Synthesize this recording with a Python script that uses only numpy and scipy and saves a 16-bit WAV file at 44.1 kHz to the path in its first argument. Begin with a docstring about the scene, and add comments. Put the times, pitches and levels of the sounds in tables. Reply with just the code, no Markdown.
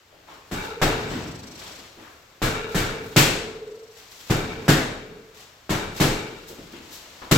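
"""A boxer shifts on the concrete of a garage, shoes scuffing, clothes swishing. From 0.5 s, ten gloved
punches land in short combinations on a padded bag bolted to the board wall. Each time a sleeve swishes,
the glove slaps the vinyl, the foam bottoms out and the wall booms; then loose metal jangles and steel
hums. After some punches the boards shudder. A washer pings near 1.1 s; a loose fixture chatters at
1.2 s and 3.6 s. More footwork leads to the last punch at 7.3 s. Faint air noise and a whine throughout."""
import sys
import numpy as np
from scipy import signal
from scipy.io import wavfile

SR = 44100
rng = np.random.default_rng(int(sys.argv[2]) if len(sys.argv) > 2 else 0)


def store_pcm(level_fs):
    """Save levels as 16-bit WAV."""
    pcm = np.round(np.clip(level_fs, -1, 1) * 32767).astype(np.int16)
    wavfile.write(sys.argv[1], SR, np.atleast_2d(pcm).T)


N = 325017
HOP = 16  # samples per envelope tick
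TIME = np.arange(N) / SR
TICKS = TIME[::HOP]

# punches: start_s, slap_db, thump_db, sting_db, boom_hz, knock_hz, contact_s,
# jangle_db, hum_db, hum_hold_s, sleeve_db
PUNCH_HITS = [(0.513, -26, -33.5, -39.5, 98, 1400, 0.034, -33, -37, 0.51, -60),
              (0.816, -10.5, -18.5, -29, 380, 800, 0.022, -31.5, -32.5, 0.14, -60),
              (2.418, -15.5, -24, -31, 114.3, 1150, 0.039, -29, -31.5, 0.27, -78),
              (2.746, -15.5, -23.5, -30, 176, 1500, 0.046, -34.5, -33, 0.22, -43),
              (3.162, -7, -13.5, -18, 133, 2540, 0.035, -38, -37.5, 0.56, -50),
              (4.299, -17, -19.5, -32, 133, 780, 0.025, -32.5, -38, 0.32, -50),
              (4.681, -8.5, -12.5, -24.5, 147, 1750, 0.026, -37.5, -46, 0.51, -55),
              (5.694, -17, -25, -33, 342, 970, 0.039, -34.5, -41, 0.2, -73),
              (6, -12.5, -15.5, -25.5, 175, 885, 0.035, -33.5, -42.5, 0.33, -37.5),
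              (7.312, -12, -13, -22.5, 165, 1200, 0.014, -21.5, -42, .35, -80)]
# glove on vinyl, third-octave spectrum: freq_hz, level_db
SLAP_SPECTRUM = [(24, 0), (36, -5), (55, -17), (100, -3.5), (200, -8), (400, -8.5), (700, -16.5),
                 (1100, -21), (1700, -16.5), (2600, -14.5), (3600, -10), (5500, -8.5), (7800, -5),
                 (12500, -8), (16000, -12)]
# modes of wall and bag: pitch_hz, level_db, t60_s
WALL_MODES = [(33.5, -10, 1), (93.7, -2.5, 0.21), (127.5, 9.5, 0.21), (147, 10.5, 0.28), (159.8, 6, 0.21),
              (202, -6, 0.061), (258, 0.5, 0.47), (314, 5, 0.42), (389, 7.5, 0.11)]
# loose metal resonances: pitch_hz, width_hz, level_db
METAL_MODES = [(664, 140, -12), (872, 110, 1), (1344, 52, -0.5), (1496, 120, 0.5), (1700, 57, -8),
               (2306, 86, 0), (2750, 170, -4.5), (3763, 110, -5), (4640, 270, -16)]
# humming steel modes: pitch_hz, level_db
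STEEL_MODES = [(438.7, -7.5), (420.5, -10.5), (457, -10)]
# board shudders: start_s, level_db, hold_s
BOARD_SHUDDERS = [(0.89, -29.5, 0.28), (2.858, -38, 0.22), (4.406, -32, 0.17)]
# boards, third-octave spectrum: freq_hz, level_db
BOARD_SPECTRUM = [(30, -29), (55, -21), (110, -15), (280, -11), (600, -18.5), (2000, -19.5), (5000, -21.5),
                  (12000, -29.5)]
# bouts of fixture chatter: start_s, level_db, hold_s
CHATTER_BOUTS = [(1.203, -43, 0.55), (3.646, -54, 0.7)]
# fixture resonances: pitch_hz, width_hz, level_db
FIXTURE_MODES = [(4500, 670, -1), (5650, 650, 1), (7500, 640, -2)]
# footfalls and scrapes: start_s, scuff_db, heel_db, sole_hz, landing_s, contact_s
FOOTFALLS = [(.112, -52, -55, 607, .004, 0.057), (0.269, -43, -51, 1007, .2, 0.046),
             (1.965, -45, -53, 333, 0.031, 0.047), (2.02, -46, -66, 1440, .03, 0.045),
             (5.099, -54, -43.5, 153, .002, 0.015), (6.495, -48, -44, 380, 0.011, 0.029),
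             (6.584, -49, -41, 174, .001, 0.013), (6.725, -60, -40.5, 310, 0.0045, 0.022),
             (6.73, -44.5, -47, 2800, .01, 0.033), (7.218, -40, -44, 1147, .0004, 0.012)]
# shoe on concrete, third-octave spectrum: freq_hz, level_db
SHOE_SPECTRUM = [(30, -16), (120, -18), (350, -7.5), (700, -13.5), (1400, -14.5), (3500, -16), (12000, -63)]
# swishes as the stance shifts: centre_s, level_db, width_s, tilt_db_per_octave
STANCE_SWISHES = [(.31, -55, 0.037, 0), (.65, -46, 0.033, 0.5), (1.669, -48.5, 0.14, -0.9),
                  (2.05, -61.5, 0.11, 2.5), (3.06, -59.5, 0.05, 5.5), (3.99, -50.5, 0.042, 1),
                  (4.18, -49, 0.07, 1.5), (5.40, -50, 0.038, 0.5), (6.492, -46.5, 0.011, 5),
                  (6.9, -54.5, 0.71, -0.5), (6.94, -45.5, 0.02, 3.5)]
# cloth, third-octave spectrum: freq_hz, level_db
CLOTH_SPECTRUM = [(100, -20.5), (500, -10), (1500, -8.5), (4000, -3), (7500, -5), (12500, -7), (16000, -10)]
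# still air, third-octave spectrum: freq_hz, level_db
AIR_SPECTRUM = [(25, -83), (90, -66.5), (200, -73), (500, -67), (1400, -64.5), (4000, -65.5), (7500, -67.5),
                (12000, -71), (16000, -72)]
# garage decay: freq_hz, t60_s
GARAGE_DECAY = [(40, 0.68), (150, 0.87), (400, 0.93), (1500, 0.72), (4000, 0.69), (8000, 0.57),
                (14000, 0.37)]
# early reflections: left_delay_s, right_delay_s, level_db
EARLY_ECHOES = [(.0019, 0.0032, -33), (.0047, 0.0045, -37), (.0083, .0097, -13.5)]
# stereo balance: freq_hz, left_minus_right_db
STEREO_BALANCE = [(150, 0.3), (600, 1.5), (1200, 2), (4500, 5), (8000, 2), (14000, -0.5)]
# stereo width: freq_hz, side_minus_mid_db
STEREO_WIDTH = [(40, -27), (125, -22), (250, -12), (500, -7), (1000, -2), (2500, -2), (12000, -2.3)]
# microphone response: freq_hz, gain_db
MIC_RESPONSE = [(6500, -1), (8000, -1), (8800, -12), (10500, -7), (12500, -1.5), (15500, -3.5)]


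def glove_slaps(hz, touches):
    """Band power of the gloves: air push, padding thud, slap with a hollow knock, vinyl sting."""
    power = 0
    for touch, (_, slap_db, thump_db, sting_db, _, knock_hz, *_) in zip(touches, PUNCH_HITS):
        push_db = min(thump_db - 7, -30)  # capped once the padding is flat
        thud_db = -12.2 + 0.55 * thump_db
        level_db = at_hz([(60, push_db), (300, thud_db), (1400, slap_db), (6000, sting_db)], hz)
        knock_db = 3 * bump(hz, knock_hz, octaves=0.31)
        power += touch * from_db(level_db + at_hz(SLAP_SPECTRUM, hz) + knock_db) ** 2
    return power


def wall_boom(squeeze_s=0.0092, pop_s=0.00028):
    """Air pops from under the glove; the push builds through the foam and rings the wall's modes."""
    out, age = np.zeros(N), np.arange(SR) / SR
    build = 1 - np.exp(-(age / squeeze_s) ** 2)
    pop = age / pop_s * np.exp(1 - age / pop_s) * (1 - age / pop_s / 2)
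    rings = np.array([from_db(db - 60 * age / t60_s) * np.sin(2 * np.pi * hz * age)
                      for hz, db, t60_s in WALL_MODES])
    modes_hz = np.array(WALL_MODES)[:, 0]
    for start_s, slap_db, thump_db, _, boom_hz, *_ in PUNCH_HITS:
        # the landing spot favours modes near boom_hz
        shares = from_db(5 * (bump(modes_hz, boom_hz, octaves=0.3) - 1.5))
        blow = from_db(thump_db) * build * (shares @ rings) + from_db(slap_db + 6) * pop
        at = int(start_s * SR)
        out[at:at + SR] -= blow[:N - at]
    return out


def foam_bottoming(delay_s=0.017, pitch_hz=202, width_s=0.0054, soft_slap_db=-20):
    """The foam goes flat and the fist knocks on the board; soft punches barely get through."""
    out = 0
    for start_s, slap_db, thump_db, *_ in PUNCH_HITS:
        age = TICKS - start_s - delay_s
        level_db = -10 + 0.45 * thump_db + 2 * min(slap_db - soft_slap_db, 0)
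        out += from_db(level_db) * np.exp(-(age / width_s) ** 2) * np.cos(2 * np.pi * pitch_hz * age)
    return to_samples(out)


def metal_jangle(clicks_per_s=1200, swell_s=0.094, fade_s=0.15, pivot_hz=1800):
    """Shaken metal rings with dense small clicks that swell after each punch and settle."""
    starts_s, _, thump_db, *_, jangle_db, _, _, _ = np.transpose(PUNCH_HITS)
    ages = np.maximum(TICKS - starts_s[:, None], 0)
    shakes = (1 - np.exp(-ages / swell_s)) * np.exp(-ages / fade_s)
    tilt_db_per_octave = 0.17 * (thump_db + 26)  # heavy thumps shake small, bright parts more
    clicks = rng.random(N) < clicks_per_s / SR
    out = 0
    for hz, width_hz, db in METAL_MODES:
        shares = from_db(jangle_db + db + tilt_db_per_octave * np.log2(hz / pivot_hz))
        ring = unit_rms(resonance(clicks * rng.standard_normal((2, N)) + 1e-18, hz, width_hz))
        out += ring * to_samples((shares @ shakes) * from_db(2 * drift(25, TICKS)))
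    return out * from_db([[2], [0]])  # louder on the left


def steel_hum(rough_db=-4, rough_hz=440, rough_width_hz=110, attack_s=0.18, release_s=0.13):
    """Close modes of shaken steel beat after each punch, roughened by knocking in its bracket."""
    tones = 0
    for hz, db in STEEL_MODES:
        phase = 2 * np.pi * hz * TIME + drift(14, TIME)
        stereo_phase = 0.25 * np.array([drift(6, TIME), drift(6, TIME)])
        tones += from_db(db) * np.sin(phase + stereo_phase)
    knocking = resonance(rng.standard_normal(N), rough_hz, rough_width_hz)
    knocking = resonance(knocking, rough_hz, rough_width_hz)
    hum = unit_rms(tones) + from_db(rough_db) * unit_rms(knocking)
    power = sum((from_db(hum_db) * envelope(TICKS - start_s, attack_s, hold_s, release_s)) ** 2
                for start_s, *_, hum_db, hold_s, _ in PUNCH_HITS)
    return unit_rms(hum) * to_samples(np.sqrt(power))


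def board_shudder(lump_db=5, lumps_per_s=69, linger_s=0.087):
    """Power of the boards knocking unevenly against their studs."""
    shaking = sum(from_db(db) * envelope(TICKS - start_s, 0.018, hold_s, release_s=0.16)
                  for start_s, db, hold_s in BOARD_SHUDDERS)
    lumps = from_db(lump_db * drift(lumps_per_s, TICKS))
    return HOP / SR / linger_s * (shaking * lumps) ** 2


def fixture_chatter(swings_per_s=25):
    """A loose fixture rocks as the wall settles, buzzing against its seat once a swing."""
    swings = swings_per_s * TICKS + 0.03 * drift(8, TICKS)
    seating = np.abs(np.cos(np.pi * swings)) ** 3
    rocking = sum(from_db(db) * envelope(TICKS - start_s, 0.024, hold_s, release_s=0.05)
                  for start_s, db, hold_s in CHATTER_BOUTS)
    grit = rng.standard_normal((2, N))
    buzz = sum(from_db(db) * unit_rms(resonance(grit, hz, width_hz)) for hz, width_hz, db in FIXTURE_MODES)
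    return unit_rms(buzz) * to_samples(rocking * seating)


def washer_ping(start_s=1.06, pitch_hz=7700, level_db=-48):
    """A small washer rings once, thin and high, kept alive by tiny knocks."""
    ring = unit_rms(resonance(rng.standard_normal((2, N)), pitch_hz, width_hz=60))
    return ring * from_db(level_db) * envelope(TIME - start_s, attack_s=0.02, hold_s=0.042, release_s=0.1)


def footfalls(hz, treads):
    """Band power of the shoes: a dull heel and a gritty, resonant sole."""
    power = 0
    for tread, (_, scuff_db, heel_db, sole_hz, *_) in zip(treads, FOOTFALLS):
        level_db = at_hz([(220, heel_db), (900, scuff_db)], hz)
        sole_db = 7 * bump(hz, sole_hz, octaves=0.53)
        power += tread * from_db(level_db + at_hz(SHOE_SPECTRUM, hz) + sole_db) ** 2
    return power


def cloth_strokes(lead_s=0.012, sleeve_width_s=0.031, sleeve_db_per_octave=0.8, linger_s=0.1):
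    """Power and tilt of each swish: a sleeve just before each punch, and the shifts of stance."""
    sleeves = [(start_s - lead_s, db, sleeve_width_s, sleeve_db_per_octave)
               for start_s, *_, db in PUNCH_HITS]
    folds = HOP / SR / linger_s * from_db(7 * drift(150, TICKS))  # cloth catches and slips
    return [(from_db(db) ** 2 * folds * np.exp(-((TICKS - centre_s) / width_s) ** 2), tilt)
            for centre_s, db, width_s, tilt in sleeves + STANCE_SWISHES]


def cloth_swishes(hz, strokes, pivot_hz=4000):
    """Band power of rubbing cloth, each stroke with its own tilt."""
    octaves = np.log2(max(hz, 500) / pivot_hz)
    return sum(power * from_db(tilt * octaves + at_hz(CLOTH_SPECTRUM, hz)) ** 2 for power, tilt in strokes)


def garage_noise(landing_s=0.0052, crinkle_db=2):
    """Gloves, shoes, cloth and boards fill the garage by third-octaves, over still air."""
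    touches = [contact(start_s, contact_s, landing_s)
               * from_db(crinkle_db * drift(457, np.abs(TICKS - start_s)))
               for start_s, _, _, _, _, _, contact_s, *_ in PUNCH_HITS]
    treads = [contact(start_s, contact_s, rise_s) for start_s, *_, rise_s, contact_s in FOOTFALLS]
    strokes, boards = cloth_strokes(), board_shudder()
    white, out = rng.standard_normal((2, 2, N)), 0
    for band, hz in enumerate(25 * 2 ** (np.arange(29) / 3)):
        power = glove_slaps(hz, touches) + footfalls(hz, treads) + cloth_swishes(hz, strokes)
        power += boards * from_db(at_hz(BOARD_SPECTRUM, hz)) ** 2
        heard = garage_reverb(power, hz) + from_db(at_hz(AIR_SPECTRUM, hz)) ** 2
        out += stereo_band(white[band % 2], hz) * to_samples(np.sqrt(heard))
    return out


def garage_reverb(power, hz, direct_s=0.024):
    """Direct power plus a room tail that dies at the band's own rate."""
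    feedback = from_db(-60 * HOP / SR / at_hz(GARAGE_DECAY, hz)) ** 2
    return power * direct_s * SR / HOP + signal.lfilter([1], [1, -feedback], power + 1e-18)


def early_reflections(x, above_hz=600):
    """Nearby boards and the floor return mids and treble within milliseconds."""
    bright = signal.sosfilt(signal.butter(2, above_hz, "high", fs=SR, output="sos"), x)
    for *delays_s, db in EARLY_ECHOES:
        echo = [np.interp(TIME - lag_s, TIME, side, left=0) for lag_s, side in zip(delays_s, bright)]
        x = x + from_db(db) * np.array(echo)
    return x


def electrical_whine(pitch_hz=13450, level_db=-74):
    """A faint high tone with jittering phase."""
    return from_db(level_db) * np.sqrt(2) * np.sin(2 * np.pi * pitch_hz * TIME + 3 * drift(150, TIME))


def stereo_band(white, hz):
    """A third-octave of diffuse noise: channels alike in the bass, apart in the treble."""
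    edges_hz = hz * 2 ** (np.array([-1, 1]) / 6)
    mid_side = signal.sosfilt(signal.butter(2, edges_hz, "band", fs=SR, output="sos"), white)
    side, lean_db = from_db(at_hz(STEREO_WIDTH, hz)), at_hz(STEREO_BALANCE, hz) / 2
    to_left_right = from_db([[lean_db], [-lean_db]]) * np.array([[1, side], [1, -side]])
    return to_left_right @ mid_side / mid_side.std()


def contact(start_s, length_s, landing_s):
    """Power of a soft contact, unit sum: grows as the surfaces meet, gone once they lie flat."""
    age = np.maximum(TICKS - start_s, 0)
    power = (1 - np.exp(-age / landing_s)) * np.exp(-(age / length_s) ** 2)
    return power / (power.sum() + 1e-12)


def envelope(age_s, attack_s, hold_s, release_s):
    """Gain that builds from age 0 and decays after hold_s."""
    age_s = np.maximum(age_s, 0)
    return (1 - np.exp(-(age_s / attack_s) ** 2)) * np.exp(-np.maximum(age_s - hold_s, 0) / release_s)


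def resonance(x, hz, width_hz):
    """Two-pole resonance."""
    radius = np.exp(-np.pi * width_hz / SR)
    return signal.lfilter([1, 0, -1], [1, -2 * radius * np.cos(2 * np.pi * hz / SR), radius ** 2], x)


def drift(rate_hz, times_s):
    """Random wander, spread about 1."""
    knots = rng.standard_normal(1024)
    return np.interp(times_s * rate_hz, np.arange(len(knots)), knots)


def bump(hz, centre_hz, octaves):
    """Bell on the pitch axis, peak 1."""
    return np.exp(-(np.log2(hz / centre_hz) / octaves) ** 2)


def at_hz(points, hz):
    """Table lookup on a log-frequency axis."""
    freqs_hz, values = np.transpose(points)
    return np.interp(np.log(hz), np.log(freqs_hz), values)


def to_samples(per_tick):
    """Tick rate to sample rate."""
    return np.interp(TIME, TICKS, per_tick)


def from_db(db):
    """Decibels to gain."""
    return 10 ** (np.asarray(db) / 20)


def unit_rms(x):
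    """Scale to rms 1."""
    return x / np.sqrt(np.mean(x ** 2) + 1e-20)


def scene():
    """The workout, the shaken metal and the whine, in stereo."""
    whine = electrical_whine()
    workout = early_reflections(garage_noise()) + wall_boom() + foam_bottoming()
    metal = steel_hum() + metal_jangle() + washer_ping() + fixture_chatter()
    return workout + metal + whine


def record(dry, fade_from_db=-3.5, fade_s=0.38, cutoff_hz=16000):
    """Microphone dulls the upper treble; short fade-up, rounded peaks, low-pass."""
    grid_hz = np.linspace(0, SR / 2, 257)
    taps = signal.firwin2(127, grid_hz, from_db(at_hz(MIC_RESPONSE, grid_hz + 1)), fs=SR)
    heard = signal.oaconvolve(dry, taps[None], mode="same", axes=1)
    heard *= from_db(np.interp(TIME, [0, fade_s], [fade_from_db, 0]))
    rounded = heard / (1 + heard ** 4) ** (1 / 4)
    return signal.sosfilt(signal.ellip(10, 0.1, 70, cutoff_hz, fs=SR, output="sos"), rounded)


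dry = scene()
out = record(dry)
store_pcm(out)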